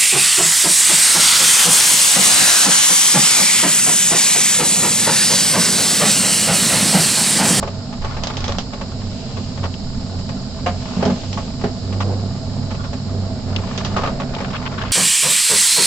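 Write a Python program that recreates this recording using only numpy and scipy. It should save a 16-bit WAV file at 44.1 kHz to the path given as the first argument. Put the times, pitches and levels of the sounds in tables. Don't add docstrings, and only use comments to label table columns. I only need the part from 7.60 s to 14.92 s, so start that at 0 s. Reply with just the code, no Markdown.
import sys
import numpy as np
from scipy import signal
from scipy.fft import rfft, irfft
from scipy.io import wavfile
from scipy.ndimage import uniform_filter1d

SR = 44100
rng = np.random.default_rng(int(sys.argv[2]) if len(sys.argv) > 2 else 0)


def transcribe(u):
    v = np.clip(np.atleast_2d(u).T, -1, 1)
    q = np.round(v * 32767).astype(np.int16)
    wavfile.write(sys.argv[1], SR, q)


N = 322812
T = np.arange(N) / SR
HIT_T = T[:SR // 2]

# pitch_hz, correlation
STEREO_LIKENESS = [(250, 0.93), (500, 0.82), (1000, 0.62), (2000, 0.047)]
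# start_s, length_s, level_db
WIND_GUSTS = [(.3, 0.39, -22.5), (.75, 0.31, -25.5), (2.15, 0.37, -25), (6.15, 1, -31.5)]
# pitch_hz, level_db
WIND_TONE = [(15, -11), (50, -12.5), (100, -15.5), (200, -76.5)]
# time_s, rumble_db, rolling_db
ROPE_LEVELS = [(0.0, -28.5, -38.5), (5.55, -25.5, -38), (6.52, -25, -30.5), (7.32, -27, -36.5)]
# pitch_hz, level_db
RUMBLE_TONE = [(12, -15), (22, -3.5), (80, -5.5), (110, -9), (135, 3.5), (165, -9.5), (190, 1.5),
               (215, -4.5), (250, -0.5), (350, -23.5), (700, -48.5)]
# pitch_hz, level_db
ROLLING_TONE = [(200, -12), (390, 2.5), (595, -1.5), (660, 7.5), (730, -3.5), (830, -2), (1150, -19),
                (1400, -12.5), (2200, -20), (8000, -43)]
# time_s, pitch_hz
DRONE_PITCH = [(1.7, 95), (2.6, 90.8), (4.2, 96.03), (7.3, 98.64)]
# start_s, length_s, level_db
DRONE_SWELLS = [(1.34, 0.26, -27.5), (1.72, 0.12, -24.5), (1.98, 0.14, -23), (2.48, 0.18, -25.5),
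                (3.01, 0.19, -25.5), (3.36, 0.2, -26), (3.61, 0.24, -26.5), (4.19, 0.58, -20),
                (4.82, 0.38, -26.5), (5.42, 0.33, -22.5), (5.82, 0.26, -22.5), (6.2, 0.34, -27.5)]
# pitch_hz, level_db
CHATTER_TONE = [(120, -20), (220, 3), (500, -1), (1000, -12), (3000, -38)]
# pitch_hz, left_db, right_db
HISS_TONE = [(2300, -23, -22), (2920, -10, -21), (3520, -13, -14), (3940, -4.5, -5), (4970, -7, -3),
             (5330, -8, -2), (5780, -25, -15.5), (6480, -25, -15), (6840, -14, -8.5)]
# time_s, change_db
HISS_DRIFT = [(0, -1.2), (3.3, 0.72), (7.3, -2.05)]
# start_s, level_db, focus_hz
PANEL_KNOCKS = [(0.026, -13, 720), (0.074, -19.5, 640), (0.326, -27, 915), (0.445, -17, 890),
                (0.567, -20, 1030), (0.699, -18.5, 900), (0.891, -16, 596), (1.132, -21.5, 659),
                (1.211, -21.5, 785), (1.316, -35, 800), (1.769, -25, 720), (2.038, -20, 890),
                (2.587, -31, 594), (3.426, -12.5, 751), (3.499, -18, 700), (3.773, -17, 1100),
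                (4.039, -15.5, 635), (4.324, -26, 1190), (5.105, -25.5, 700), (5.33, -23, 700),
                (5.24, -27, 654), (6.364, -10.5, 1110), (6.39, -21.5, 1150), (6.434, -14, 1220),
                (6.472, -14, 1210), (6.6, -16, 856), (6.808, -21, 700)]
# pitch_hz, level_db
PANEL_NOTES = [(395, -8), (560, 3.5), (680, -3.5), (860, 0.5), (1120, -0.5), (1230, 0.5), (1560, -8)]
# pitch_hz, level_db
KNOCK_ECHO_TONE = [(130, -15), (400, 3.5), (1150, -3), (1600, -9), (7000, -35)]
CRACK_TONE = [(1500, -5.5), (3100, -6.5), (8000, -18.5)]
# start_s, length_s, final_db
LOAD_SHIFTS = [(0.418, 0.52, -36), (3.212, 0.26, -36), (5.873, 0.53, -38), (6.355, 0.13, -29),
               (6.73, 0.52, -33.5)]
# pitch_hz, level_db
RUB_TONE = [(200, -7), (500, -2), (1100, 5), (1600, -6), (3000, -8), (5500, -15), (8000, -26)]
# start_s, level_db, tail_db
TRIM_TICKS = [(0.636, -8.5, -6), (0.6705, -6.5, -5), (0.7376, -17, -9), (0.7685, -12, 1), (0.8046, -17, 0),
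              (0.842, -10, 0), (0.88, -9.5, -2), (0.9216, -10, -15), (0.9841, -7, -3), (3.453, -12.5, 2),
              (3.7295, -13, 2), (6.1768, -11.5, 7), (6.248, -10.5, 12)]
# pitch_hz, level_db
TICK_TONE = [(300, 0.5), (850, 2.5), (1400, -5), (2300, -6.5), (3100, -0.5), (5700, -4.5), (8500, -19)]
# start_s, length_s, level_db
CLOTH_SLIDES = [(1.38, 0.68, -40.5), (3.14, 0.78, -36.5), (5.98, 0.39, -39)]
# pitch_hz, level_db
CLOTH_TONE = [(1700, -13.5), (2800, 1), (5000, -5.5)]
# start_s, length_s, level_db
SHOE_SCUFFS = [(2.026, 0.042, -28.5), (4.402, 0.034, -25)]
# start_s, level_db
PART_PINGS = [(2.14, -23), (5.9615, -12), (6.749, -18)]
# pitch_hz, level_db
LATCH_NOTES = [(533, -4), (626, 1), (707, 4), (1061, 0.5), (1227, -4), (1464, -6), (2260, -12), (2860, -6),
               (2910, -5)]
# pitch_hz, level_db
LATCH_ECHO_TONE = [(300, -8), (700, -2), (3100, -12.5), (3500, -16), (8000, -27)]
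# start_s, level_db, dullness_db_per_octave
SOFT_BLOWS = [(3.064, -19, 6), (3.367, -11.5, 12), (3.394, -15, 12), (3.424, -9, 2), (4.039, -5.5, 6),
              (6.365, -14, 5)]
# pitch_hz, level_db
FLOOR_NOTES = [(66, -12.5), (130, -19), (187, 1.5), (238, 3), (420, 1), (620, -0.5), (820, 1.5)]
# start_s, length_s, level_db
FLOOR_SHUDDER = [(4.39, .2, -28)]
# start_s, length_s, level_db
JOINT_CATCHES = [(5.186, 0.042, -41), (5.226, 0.065, -44)]
# pitch_hz, level_db
SQUEAK_NOTES = [(1130, 4), (1420, 3.5), (3350, -4)]
# start_s, length_s, level_db
CLOTH_CRUMPLES = [(6.425, .07, -35), (6.595, 0.047, -33), (6.844, 0.017, -24.5), (6.925, 0.059, -28),
                  (7.055, 0.026, -27), (7.178, 0.02, -28), (7.203, 0.033, -27.5), (7.25, 0.18, -31.5)]


def undb(db):
    return 10 ** (np.asarray(db) / 20)


def unit(x):
    return x / np.sqrt(np.mean(x ** 2))


def peak(x):
    return x / np.abs(x).max()


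def pan(db):
    return undb(np.array([[db], [-db]]) / 2)


def curve(rows, column=1):
    rows = np.array(rows)
    return np.interp(T, rows[:, 0], rows[:, column])


def across(rows, size, column=1):
    rows = np.array(rows)
    hz = np.fft.rfftfreq(size, 1 / SR)
    return np.interp(np.log(hz + 1), np.log(rows[:, 0]), rows[:, column])


def colour(x, tone, column=1):
    size = x.shape[-1]
    return irfft(rfft(x) * undb(across(tone, size, column)), size)


def cabin_noise(tone, size=N):
    alike = across(STEREO_LIKENESS, size)
    mid, side = rfft(rng.standard_normal((2, size))) * np.sqrt([1 + alike, 1 - alike])
    pair = irfft(np.array([mid + side, mid - side]), size)
    return unit(colour(pair, tone))


def wander(per_s):
    hold = int(SR / per_s)
    steps = np.repeat(rng.standard_normal(N // hold + 1), hold)
    return unit(uniform_filter1d(uniform_filter1d(steps, hold), hold)[:N])


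def rough_note(phase, per_s):
    return np.array([wander(per_s) * np.cos(phase) + wander(per_s) * np.sin(phase) for _ in range(2)])


def arches(rows, shape):
    return sum(undb(db) * np.abs(np.sin(np.pi * np.clip((T - start_s) / length_s, 0, 1))) ** shape
               for start_s, length_s, db in rows)


def fade(fade_s):
    return np.exp(-np.log(1000) * HIT_T / fade_s)


def echo(tone, fade_s):
    build_up = 1 - np.exp(-HIT_T / 0.002)
    return peak(cabin_noise(tone, len(HIT_T)) * build_up * fade(fade_s))


def ring(notes, fade_s, focus_hz, tilt_db):
    out = 0
    for hz, db in notes:
        strength, detune, lag = rng.standard_normal(3)
        stereo_shift = np.array([[1], [-1]]) * lag * min(hz / 2200, 1)
        phase = 2 * np.pi * hz * (1 + 0.0061 * detune) * HIT_T + stereo_shift
        octaves_away = abs(np.log2(hz / focus_hz))
        gain = rng.choice([-1, 1]) * undb(db + 2.4 * strength - tilt_db * octaves_away)
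        out = out + gain * fade(fade_s * np.sqrt(focus_hz / hz)) * np.sin(phase)
    return peak(out)


def add(out, start_s, sound):
    start = int(start_s * SR)
    out[:, start:start + sound.shape[1]] += sound[:, :N - start]


def wind(breeze_db=-39):
    return cabin_noise(WIND_TONE) * np.hypot(undb(breeze_db), arches(WIND_GUSTS, shape=1.3))


def rope_rumble():
    rumble = cabin_noise(RUMBLE_TONE) * undb(curve(ROPE_LEVELS))
    rolling = cabin_noise(ROLLING_TONE) * undb(curve(ROPE_LEVELS, column=2) + wander(17))
    return rumble + rolling


def air_drone(rest_db=-35, waver_db=6, waver_hz=1.63):
    phase = 2 * np.pi * np.cumsum(curve(DRONE_PITCH) + waver_hz * wander(12)) / SR
    hum = np.sqrt(2) * (np.sin(phase) + undb(-15) * np.sin(2 * phase))
    chatter = undb(-12) * cabin_noise(CHATTER_TONE) * (1 + np.sin(phase))
    swell = arches(DRONE_SWELLS, shape=0.74)
    rest = undb(rest_db + waver_db * np.tanh(wander(12)))
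    return hum * np.hypot(rest, swell) + chatter * swell


def camera_hiss(level_db=-34.5):
    left = colour(rng.standard_normal(N), HISS_TONE, column=1)
    right = colour(rng.standard_normal(N), HISS_TONE, column=2)
    return unit(np.array([left, right])) * undb(level_db + curve(HISS_DRIFT))


def thin_whine(pitch_hz=4790, level_db=-49, loudest_s=3.1, fall_db_per_s=1.2):
    phase = 2 * np.pi * np.cumsum(pitch_hz + 22 * wander(2.8)) / SR
    swell = undb(level_db - fall_db_per_s * np.abs(T - loudest_s))
    return unit(rough_note(phase, per_s=90)) * swell * pan(-6.5)


def panel_knocks(rattle_count=10, rattle_db=-29.5, rattle_hz=750):
    out = np.zeros((2, N))
    rattles = [((k + rng.random()) * T[-1] / rattle_count, rattle_db + 5 * rng.standard_normal(),
                rattle_hz) for k in range(rattle_count)]
    for start_s, db, focus_hz in PANEL_KNOCKS + rattles:
        walls = 0.65 * echo(KNOCK_ECHO_TONE, fade_s=0.2)
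        panel = ring(PANEL_NOTES, fade_s=0.115, focus_hz=focus_hz, tilt_db=9)
        crack_db = -10.5 + 0.51 * db
        knock = undb(db) * (panel + walls) + undb(crack_db) * echo(CRACK_TONE, fade_s=0.079)
        add(out, start_s, knock * pan(0.75 + 2 * rng.standard_normal()))
    return out


def strain(rest_db=-45, build_db=3, onset_s=0.011, settle_s=0.015):
    gain = undb(rest_db)
    for start_s, length_s, db in LOAD_SHIFTS:
        age_s = T - start_s
        onset = np.clip(age_s / onset_s, 0, 1)
        to_go = np.clip(1 - age_s / length_s, 0, 1)
        settle = np.exp(-np.maximum(age_s - length_s, 0) / settle_s)
        gain = gain + undb(db - build_db * to_go) * onset * settle
    return gain


def seat_creaks(spots=8, slips_per_s=45):
    out = 0
    for hz in np.geomspace(500, 2800, spots):
        size_db = 3.5 * np.minimum(rng.exponential(size=N), 3) + 2 * wander(12)
        slips = (rng.random(N) < slips_per_s / SR) * undb(size_db)
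        rub = echo(RUB_TONE, fade_s=0.032)
        one_slip = rub + signal.lfilter(*signal.iirpeak(hz, 5, fs=SR), rub)
        out = out + signal.fftconvolve(slips[None], one_slip, axes=1)[:, :N]
    return unit(out) * strain() * pan(2.1)


def trim_ticks(snap_s=0.012, tail_s=0.14):
    out = np.zeros((2, N))
    for start_s, db, tail_db in TRIM_TICKS:
        tick = cabin_noise(TICK_TONE, len(HIT_T)) * (fade(snap_s) + undb(tail_db) * fade(tail_s))
        add(out, start_s, undb(db) * peak(tick))
    return out * pan(-2.6)


def cloth_slides():
    return cabin_noise(CLOTH_TONE) * arches(CLOTH_SLIDES, shape=0.37) * undb(wander(22)) * pan(2)


def shoe_scuffs():
    return cabin_noise(RUB_TONE) * arches(SHOE_SCUFFS, shape=0.28) * undb(2 * wander(170))


def part_pings(pitch_hz=2900):
    out = np.zeros((2, N))
    for start_s, db in PART_PINGS:
        click = cabin_noise(TICK_TONE, len(HIT_T)) * fade(0.032)
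        ping = signal.lfilter(*signal.iirpeak(pitch_hz, 2, fs=SR), click)
        add(out, start_s, undb(db) * peak(ping))
    return out * pan(5.3)


def door_latch(start_s=3.0605, level_db=-8, rise_s=0.003):
    out = np.zeros((2, N))
    walls = undb(-1) * echo(LATCH_ECHO_TONE, fade_s=0.17)
    rise = 1 - np.exp(-HIT_T / rise_s)
    clack = peak(ring(LATCH_NOTES, fade_s=0.185, focus_hz=700, tilt_db=0) * rise)
    add(out, start_s, undb(level_db) * (clack + walls))
    return out


def floor_thuds(flex_s=0.00386, bounce_start_s=3.458, bounce_gap_s=0.02):
    out = np.zeros((2, N))
    flex = -undb(-3.5) * np.sin(2 * np.pi * np.minimum(HIT_T / flex_s, 1))
    bounces = [(bounce_start_s + k * bounce_gap_s, -8 - 1.1 * k, 4 + 2.9 * k) for k in range(4)]
    for start_s, db, dull_db in SOFT_BLOWS + bounces:
        walls = undb(-1 - dull_db) * echo(ROLLING_TONE, fade_s=0.21)
        boom = ring(FLOOR_NOTES, fade_s=0.19, focus_hz=200, tilt_db=dull_db)
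        add(out, start_s, undb(db) * (flex * min(4 / dull_db, 1) + boom + walls))
    return out * pan(-2.1)


def floor_shudder():
    return cabin_noise(CHATTER_TONE) * arches(FLOOR_SHUDDER, shape=0.83) * undb(2 * wander(60))


def joint_squeak(slips_per_s=180):
    notes = sum(undb(db) * rough_note(2 * np.pi * hz * T, slips_per_s) for hz, db in SQUEAK_NOTES)
    return notes * arches(JOINT_CATCHES, shape=0.99)


def cloth_rustle(folds=7, snaps_per_s=800):
    out = 0
    for hz in np.geomspace(1500, 3200, folds):
        size_db = 5.5 * np.minimum(rng.exponential(size=N), 3)
        snaps = (rng.random(N) < snaps_per_s / folds / SR) * undb(size_db)
        one_snap = signal.lfilter(*signal.iirpeak(hz, 2, fs=SR), echo(RUB_TONE, fade_s=0.016))
        out = out + signal.fftconvolve(snaps[None], unit(one_snap), axes=1)[:, :N]
    return unit(out) * arches(CLOTH_CRUMPLES, shape=0.47) * pan(2)


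def scene():
    ride = (wind() + rope_rumble() + air_drone()) * pan(-2.93)
    return (ride + camera_hiss() + thin_whine() + panel_knocks() + seat_creaks() + trim_ticks()
            + cloth_slides() + shoe_scuffs() + part_pings() + door_latch() + floor_thuds()
            + floor_shudder() + joint_squeak() + cloth_rustle())


def record(dry):
    soften_hz, top_hz = 7500, 8700
    dry = signal.lfilter(*signal.iirnotch(303, Q=303 / 45, fs=SR), dry)
    dry = signal.lfilter(*signal.iirnotch(965, Q=965 / 28, fs=SR), dry)
    dry = signal.sosfilt(signal.butter(14, soften_hz, fs=SR, output="sos"), dry)
    return signal.sosfilt(signal.ellip(10, 0.2, 90, top_hz, fs=SR, output="sos"), dry)


dry = scene()
out = record(dry)
transcribe(out)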